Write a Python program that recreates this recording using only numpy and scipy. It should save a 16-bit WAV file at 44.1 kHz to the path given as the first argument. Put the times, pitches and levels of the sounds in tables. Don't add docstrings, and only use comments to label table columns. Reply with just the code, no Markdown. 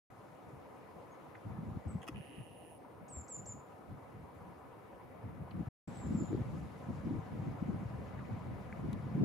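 import sys
import numpy as np
from scipy import signal
from scipy.io import wavfile
from scipy.ndimage import uniform_filter1d

SR = 44100
rng = np.random.default_rng(int(sys.argv[2]) if len(sys.argv) > 2 else 0)


def output_pcm(signal):
    pcm = np.clip(np.atleast_2d(signal).T, -1, 1) * 32767
    wavfile.write(sys.argv[1], SR, np.round(pcm).astype(np.int16))


N = 407484
TIME = np.arange(N) / SR
ZOOM_START_S, ZOOM_END_S = 2.146, 2.782


def from_db(db):
    return 10 ** (np.asarray(db) / 20)


def rms_one(x):
    return x / np.sqrt(np.mean(x ** 2) + 1e-20)


def steady(x, size=2600):
    return x / np.sqrt(np.maximum(uniform_filter1d(np.mean(x ** 2, axis=0), size=size), 1e-12))


def in_time(rows):
    times, *columns = np.transpose(rows)
    return [np.interp(TIME, times, column) for column in columns]


def at_hz(points, hz):
    frequencies, values = np.transpose(points)
    return np.interp(np.log(hz), np.log(frequencies), values)


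def between(start, end, fade=0.0038):
    return np.clip(np.minimum(TIME - start, end - TIME) / fade + .5, 0, 1)


def pan(db):
    return from_db(np.array([[.5], [-.5]]) * db)


def butter(x, hz, kind, order=2):
    sections = signal.butter(order, np.minimum(hz, .49 * SR), kind, fs=SR, output="sos")
    return signal.sosfilt(sections, x + 1e-18)


def drift(rate_hz):
    step = 40
    r = np.exp(-2 * np.pi * step * rate_hz / SR)
    slow = signal.lfilter([1], [1, -2 * r, r * r], rng.standard_normal(N // step + 2002))[2000:]
    return np.interp(np.arange(N) / step, np.arange(len(slow)), rms_one(slow))


def resonate(x, modes):
    out = 0
    for k, (hz, width, db) in enumerate(modes):
        r = np.exp(-np.pi * width / SR)
        poles = [1, -2 * r * np.cos(2 * np.pi * hz / SR), r * r]
        ringing = signal.lfilter([1, 0, -1], poles, x + 1e-18)
        out = out + (-1) ** k * from_db(db) * (1 - r * r) / 2 * ringing
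    return out


def stereo_noise(correlation):
    mid, side = rng.standard_normal((2, N))
    return np.sqrt(1 + correlation) * mid + np.sqrt(1 - correlation) * side * [[1], [-1]]


def banded_noise(spectrum, flicker_db, count, sides=None):
    # frequency in Hz, correlation between the channels.
    likeness = [(60, 0.49), (130, 0.767), (260, 0.14), (500, 0.32), (1000, 0.59), (2000, 0.13),
                (5000, 0.39), (14000, 0.25)]
    out, edges = 0, np.geomspace(spectrum[0][0], spectrum[-1][0], count + 1)
    for low, high in zip(edges, edges[1:]):
        hz = np.sqrt(low * high)
        band = butter(stereo_noise(at_hz(likeness, hz)), [low, high], "band")
        gain = from_db(at_hz(spectrum, hz) + flicker_db * drift(14.97))
        out = out + band * gain * pan(at_hz(sides, hz) if sides else 0)
    return out / np.std(out.mean(axis=0))


def impact(start, decay_s, impulse_db, grit):
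    impulse = from_db(impulse_db) * (np.arange(N) == int(start * SR))
    age = np.maximum(TIME - start, 0)
    return impulse + grit * (TIME >= start) * np.exp(-np.minimum(age / decay_s, 60))


def preamp():
    # frequency in Hz, relative spectral density in dB.
    spectrum = [(5000, -4.5), (7000, -19), (9500, 3.5), (12000, -6), (15500, -6)]
    return from_db(-82) * banded_noise(spectrum, flicker_db=1, count=5)


def traffic_and_breeze(echo_s=0.004031, echo_db=-14, dull_share=0.82):
    # time in seconds, then relative levels of roar, rustle and hiss in dB.
    levels = [(0.15, -60.5, -73.5, -81.5), (0.254, -59.5, -73.5, -81), (1.442, -58, -72, -81),
              (1.95, -59, -72.5, -80.5), (3.0, -59.5, -74.5, -86.5), (3.806, -59.5, -74, -83),
              (5.352, -59.5, -71.3, -85.5), (5.45, -59.5, -72.5, -86), (5.92, -56, -67.5, -72),
              (6.35, -56.5, -68, -73.3), (6.76, -57.5, -69, -76), (7.42, -56, -67.5, -77.3),
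              (9.15, -56.5, -67, -77.5)]
    # frequency in Hz, relative spectral density in dB.
    roar_spectrum = [(150, -26), (250, -2.5), (398, -2), (506, -4), (687, -0.5), (750, -5), (860, -7),
                     (1030, -4.5), (1090, -3), (1530, -25), (1700, -21.5), (2210, -50), (3740, -120)]
    rustle_spectrum = [(1100, -27), (1500, 2), (2100, 1.5), (2700, -6.5), (3600, -16.5), (5000, -20)]
    hiss_spectrum = [(2200, -10), (3200, 1), (4500, -1.8), (6000, -5.2), (7400, -1.5), (9000, -4.5),
                     (15000, -49)]
    # frequency in Hz, left minus right level in dB.
    sides = [(300, -0.5), (500, 3), (720, -2.5), (900, 0.5), (1250, 7.5), (1550, 4), (2000, 6), (2800, 1),
             (4000, 1), (9000, -0.5)]
    roar_db, rustle_db, hiss_db = in_time(levels)
    roar = banded_noise(roar_spectrum, flicker_db=2.0033, count=13, sides=sides)
    roar = butter(roar, 1694, "low", order=4)
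    dull = signal.sosfiltfilt(signal.butter(4, 1000, "low", fs=SR, output="sos"), roar)
    roar = roar + dull_share * between(2.168, 2.82, fade=0.06) * (dull - roar)
    dip = from_db(-5.5 * between(2.42, 2.8, fade=0.02))
    rustle = dip * banded_noise(rustle_spectrum, flicker_db=1.5, count=6, sides=sides)
    hiss = banded_noise(hiss_spectrum, flicker_db=1.75, count=6, sides=sides)
    far = from_db(roar_db + 2.5) * roar + from_db(rustle_db + 0.89) * rustle
    echo = np.array([np.interp(TIME - echo_s, TIME, channel) for channel in far])
    return far + from_db(echo_db) * echo + from_db(hiss_db) * hiss


def treble_hollow(x, rest_hz=8264, zoom_hz=7830, q=13.7):
    resting = signal.lfilter(*signal.iirnotch(rest_hz, q, fs=SR), x)
    moving = signal.lfilter(*signal.iirnotch(zoom_hz, q, fs=SR), x)
    return resting + between(ZOOM_START_S, 3.05, fade=0.13) * (moving - resting)


def flow_level(attack_s=0.016, release_s=0.0355):
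    # time in seconds, relative level in dB.
    flow = [(.1, -60), (2.8, -60), (5.0, -59), (5.3, -51), (5.9, -47.5), (6.2, -41.5), (6.72, -48.5),
            (7.25, -48), (7.55, -43), (8.1, -48), (8.68, -49), (9.0, -44), (9.2, -37)]
    # start in seconds, length in seconds, relative level in dB.
    gusts = [(0.427, 0.175, -56), (1.45, 0.104, -44), (1.569, 0.2226, -43), (1.858, 0.15, -41.5),
             (2.11, 0.11, -46), (2.38, 0.049, -44.5), (3.018, 0.0285, -49), (3.137, 0.106, -53.5),
             (3.363, 0.231, -52), (3.894, 0.0812, -46.5), (4.111, 0.169, -53), (4.346, 0.199, -54.5),
             (5.234, 0.065, -43.5), (5.33, 0.03, -46), (5.4, 0.06, -46), (5.536, 0.095, -38.5),
             (6.031, 0.226, -37), (6.303, 0.1192, -34.5), (6.441, 0.231, -42.5), (6.86, 0.13, -39.5),
             (7.03, 0.18, -38.5), (7.322, 0.228, -39.5), (7.614, 0.15, -38.5), (7.785, 0.103, -44),
             (7.908, 0.335, -44.5), (8.293, 0.265, -43.5), (8.76, 0.06, -43), (8.825, 0.08, -37),
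             (8.92, 0.08, -39), (9.06, 0.04, -43), (9.145, 0.06, -36.5), (9.205, 0.06, -31)]
    power = from_db(in_time(flow)[0]) ** 2
    for start, length, db in gusts:
        rise = np.clip((TIME - start) / attack_s + .5, 0, 1)
        fall = np.clip((start + length - TIME) / release_s + .5, 0, 1)
        power = power + (from_db(db) * rise * fall) ** 2
    return 10 * np.log10(power)


def wind(crossover_db=-35, spread_db=1.5, lumpy_db=2.0):
    # frequency in Hz, relative spectral density of the large eddies in dB.
    spectrum = [(18, -45.5), (30, -23.5), (71, -0.5), (102, 4), (167, 2.5), (350, -22.5), (460, -56.5),
                (770, -120)]
    gust_db = flow_level() + lumpy_db * drift(16.55)
    large = steady(banded_noise(spectrum, flicker_db=2.5, count=9))
    small = butter(stereo_noise(0.38), [150, 330], "band", order=3)
    small = steady(butter(small, 1200, "low", order=1))
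    small_share = 1 / (1 + np.exp((crossover_db - gust_db) / spread_db))
    eddies = np.sqrt(1 - small_share) * large + np.sqrt(small_share) * small
    return from_db(gust_db - 1.5641 + 1.114 * drift(28)) * eddies * pan(db=1)


def buffets(rise_cycles=0.9):
    # start in seconds, relative level in dB, frequency in Hz.
    thumps = [(0.526, -40, 130), (1.586, -27, 154.1), (1.861, -29, 82), (1.951, -22.5, 170),
              (2.091, -31.5, 295.8), (3.165, -32, 77), (5.544, -28.5, 166), (5.592, -26, 200),
              (5.67, -27, 125), (6.105, -22, 212.5), (6.148, -19.5, 206.6), (6.329, -18.5, 317),
              (6.346, -21, 350), (6.4, -23.5, 121.1), (6.9, -26.5, 251.7), (7.109, -23.5, 273),
              (7.185, -27, 150), (7.685, -24.5, 196), (7.853, -26, 109.4), (8.165, -33.5, 110.2),
              (8.33, -29, 105.5), (9.148, -23.5, 160), (9.215, -15.5, 149)]
    out = np.zeros(N)
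    for start, db, hz in thumps:
        cycles = np.clip((TIME - start) * hz, 0, 30)
        envelope = cycles / rise_cycles * np.exp(1 - cycles / rise_cycles)
        out += from_db(db) * envelope * np.sin(2 * np.pi * cycles)
    return from_db(-6) * out * pan(db=3)


def zoom_motor(hunting=.015, tooth_db=.8, throb=1.2, buzz_db=26, whine_db=-71, whine_rise_s=0.012):
    # time in seconds, teeth per second, knock level in dB.
    gear = [(2.144, 68, -57), (2.165, 98, -56.5), (2.185, 120, -62), (2.225, 165, -63), (2.305, 108, -62.5),
            (2.34, 168, -61.5), (2.385, 205, -62.5), (2.455, 158, -66), (2.53, 210, -67.5),
            (2.61, 176, -67.5), (2.69, 158, -68.5), (2.78, 150, -74.5)]
    # resonance in Hz, bandwidth in Hz, gain in dB.
    barrel_modes = [(1240, 60, -8), (1720, 90, -7.5), (1980, 260, -11), (2510, 200, -6), (2865, 190, -1.5),
                    (3290, 90, -15)]
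    motor_modes = [(8900, 500, -13), (9550, 200, -4), (9890, 200, 1), (10120, 260, -3), (12000, 450, -18),
                   (13500, 500, -23)]
    age = np.maximum(TIME - ZOOM_START_S, 0)
    tooth_hz, knock_db = in_time(gear)
    teeth_passed = np.cumsum(tooth_hz * (1 + hunting * drift(40)) * (age > 0)) / SR
    teeth = np.diff(np.ceil(teeth_passed), prepend=0) * from_db(tooth_db * drift(90))
    contact = np.exp(-(teeth_passed % 1) / .25)
    rattle = .2 * stereo_noise(-.3) * contact
    knocks = butter(resonate(teeth + rattle, barrel_modes), 3300, "low", order=4)
    knocks = from_db(knock_db) * steady(knocks, size=900) * pan(db=-4)
    rasp = stereo_noise(0.56) * (1 + throb * contact)
    whine = resonate(rasp + from_db(buzz_db) * teeth, motor_modes)
    whine = from_db(whine_db + 1.4 * drift(25)) * steady(whine, size=900) * pan(db=-6)
    running = between(ZOOM_START_S, ZOOM_END_S, fade=0.002)
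    return running * (knocks + whine * (1 - np.exp(-age / whine_rise_s)))


def zoom_lever():
    # start in seconds, relative force in dB, decay in seconds, share reaching the body.
    contacts = [(2.017, -41.5, 0.0091, 0.2), (2.029, -39, 0.0056, 0.13), (2.04, -46.5, 0.0055, 0.1),
                (2.067, -48, 0.022, 1), (2.077, -35.5, 0.004, 1), (2.084, -31, 0.00402, 0.93)]
    # resonance in Hz, bandwidth in Hz, gain in dB.
    body_modes = [(680, 80, 7), (1230, 57, 12), (1890, 90, 2), (2060, 80, 3), (2550, 130, 2.5),
                  (2860, 130, 0), (3290, 90, -2), (4560, 90, -12), (5050, 130, -8), (5330, 110, -6),
                  (6160, 90, -3), (6800, 120, -19), (7270, 150, -17), (9600, 1400, -13), (12100, 1200, -19),
                  (14200, 1600, -22)]
    lever_modes = [(1650, 90, 2), (1970, 160, -2), (2550, 140, -5), (2900, 180, -1), (3300, 160, -3),
                   (6650, 400, -12), (9800, 900, -13)]
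    on_body, on_lever, grit = 0, 0, stereo_noise(0.283)
    for start, db, decay_s, share in contacts:
        force = from_db(db) * impact(start, decay_s, impulse_db=14, grit=grit)
        on_body = on_body + share * force
        on_lever = on_lever + (1 - share) * force
    return from_db(-3) * (resonate(on_body, body_modes) + resonate(on_lever, lever_modes))


def ticks():
    # start in seconds, peak before panning in dB, centre in Hz, bandwidth in Hz,
    # decay in seconds, left minus right level in dB.
    snaps = [(1.346, -52, 1900, 900, 0.005, 0), (1.352, -47, 2000, 1000, 0.006, 0),
             (5.508, -57, 4300, 600, 0.005, -1), (5.511, -53, 2600, 1300, 0.008, -1),
             (8.19, -46.5, 1760, 700, 0.0073, 2), (8.726, -35, 1950, 850, 0.003, 7.5),
             (8.93, -43.5, 6500, 9000, 0.0024, -5), (8.932, -48.5, 3400, 1800, 0.003, -3)]
    out, grit = 0, stereo_noise(0.27)
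    for start, db, hz, width, decay_s, side_db in snaps:
        force = impact(start, decay_s, impulse_db=16, grit=grit)
        snap = butter(force, [max(hz - width / 2, 300), hz + width / 2], "band", order=3)
        out = out + from_db(db) * snap / np.abs(snap).max() * pan(side_db)
    return out


def thicket(x, t60, twig_t60, twig_db, correlation):
    age = np.arange(SR // 2) / SR
    decay = from_db(-60 * age / t60) + from_db(twig_db - 60 * age / twig_t60)
    strengths = stereo_noise(correlation)[:, :len(age)]
    arrivals = (rng.random(len(age)) < .08) * (age > .002)
    echoes = strengths * arrivals * decay
    echoes /= np.sqrt(np.sum(echoes ** 2, axis=1, keepdims=True))
    return signal.fftconvolve(x[None], echoes, axes=1)[:, :N]


def whistles(calls, rasp_db, waver=0.004, flutter_db=1.5):
    flick_s, sag_start_s, sag_share = 0.014, .017, .23
    swell_db, drop_s, drop_hz, drop_db = 15.5, 0.0077, 700, 16.5
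    tremble = 1 + waver * rms_one(butter(rng.standard_normal(N), [150, 700], "band"))
    flutter = flutter_db * (drift(70) + drift(300))
    scratch = rms_one(butter(rng.standard_normal(N), [4900, 7600], "band"))
    out = np.zeros(N)
    for start, length, top_hz, end_hz, db, flick_hz, swell_share in calls:
        span = (TIME >= start) & (TIME < start + length)
        age = TIME[span] - start
        flick = np.maximum(1 - age / flick_s, 0) ** 2
        sag = np.exp(-np.maximum(age - sag_start_s, 0) / (sag_share * length))
        drop = np.maximum(1 - (length - age) / drop_s, 0)
        hz = end_hz + (top_hz - end_hz) * sag - flick_hz * flick - drop_hz * drop
        soft_start = np.exp(-age / (swell_share * length))
        level_db = db - swell_db * soft_start - drop_db * drop + flutter[span]
        tone = from_db(level_db) * np.sin(2 * np.pi * np.cumsum(hz * tremble[span]) / SR)
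        rasp = from_db(db + rasp_db) * scratch[span] * np.exp(-age / 0.017)
        out[span] += (tone + rasp) * between(start, start + length)[span]
    return out


def goldcrest():
    # start in seconds, length in seconds, top pitch in Hz, pitch it sags towards
    # in Hz, relative level in dB, opening flick in Hz, swell time constant as a share of the length.
    near_calls = [(1.108, .034, 6600, 6400, -71, 300, .3), (1.877, .049, 8300, 7800, -64.5, 2000, .2),
                  (3.081, .139, 8450, 7260, -49.7, 2500, .24), (3.28, .107, 7950, 7050, -47.5, 2500, .12),
                  (3.457, .073, 7620, 6990, -47.7, 2200, .1)]
    far_calls = [(5.79, .1, 8200, 7620, -66, 1000, .2), (5.938, .122, 8100, 7220, -61.5, 1000, .06),
                 (6.115, .135, 7850, 7060, -57.5, 1000, .22)]
    near = whistles(near_calls, rasp_db=-20)
    far = whistles(far_calls, rasp_db=-13)
    near_scatter = from_db(-3.7) * thicket(near, t60=0.36, twig_t60=0.17, twig_db=1, correlation=0.77)
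    far_scatter = from_db(1.5) * thicket(far, t60=0.35, twig_t60=0.27, twig_db=2, correlation=0.89)
    direct = from_db(1) * near + from_db(-11) * far
    return (direct + near_scatter + far_scatter) * pan(db=-0.5)


def scene():
    background = treble_hollow(traffic_and_breeze() + preamp() + zoom_motor())
    return background + goldcrest() + wind() + buffets() + zoom_lever() + ticks()


def record(dry, bass_cut_hz=58, top_cut_hz=15600):
    stretches = [(0.102, 5.686), (5.876, 9.3)]
    gate = sum(between(start, end) for start, end in stretches)
    low_pass = signal.ellip(10, .1, 80, top_cut_hz, fs=SR, output="sos")
    return signal.sosfilt(low_pass, gate * butter(dry, bass_cut_hz, "high"))


dry = scene()
out = record(dry)
output_pcm(out)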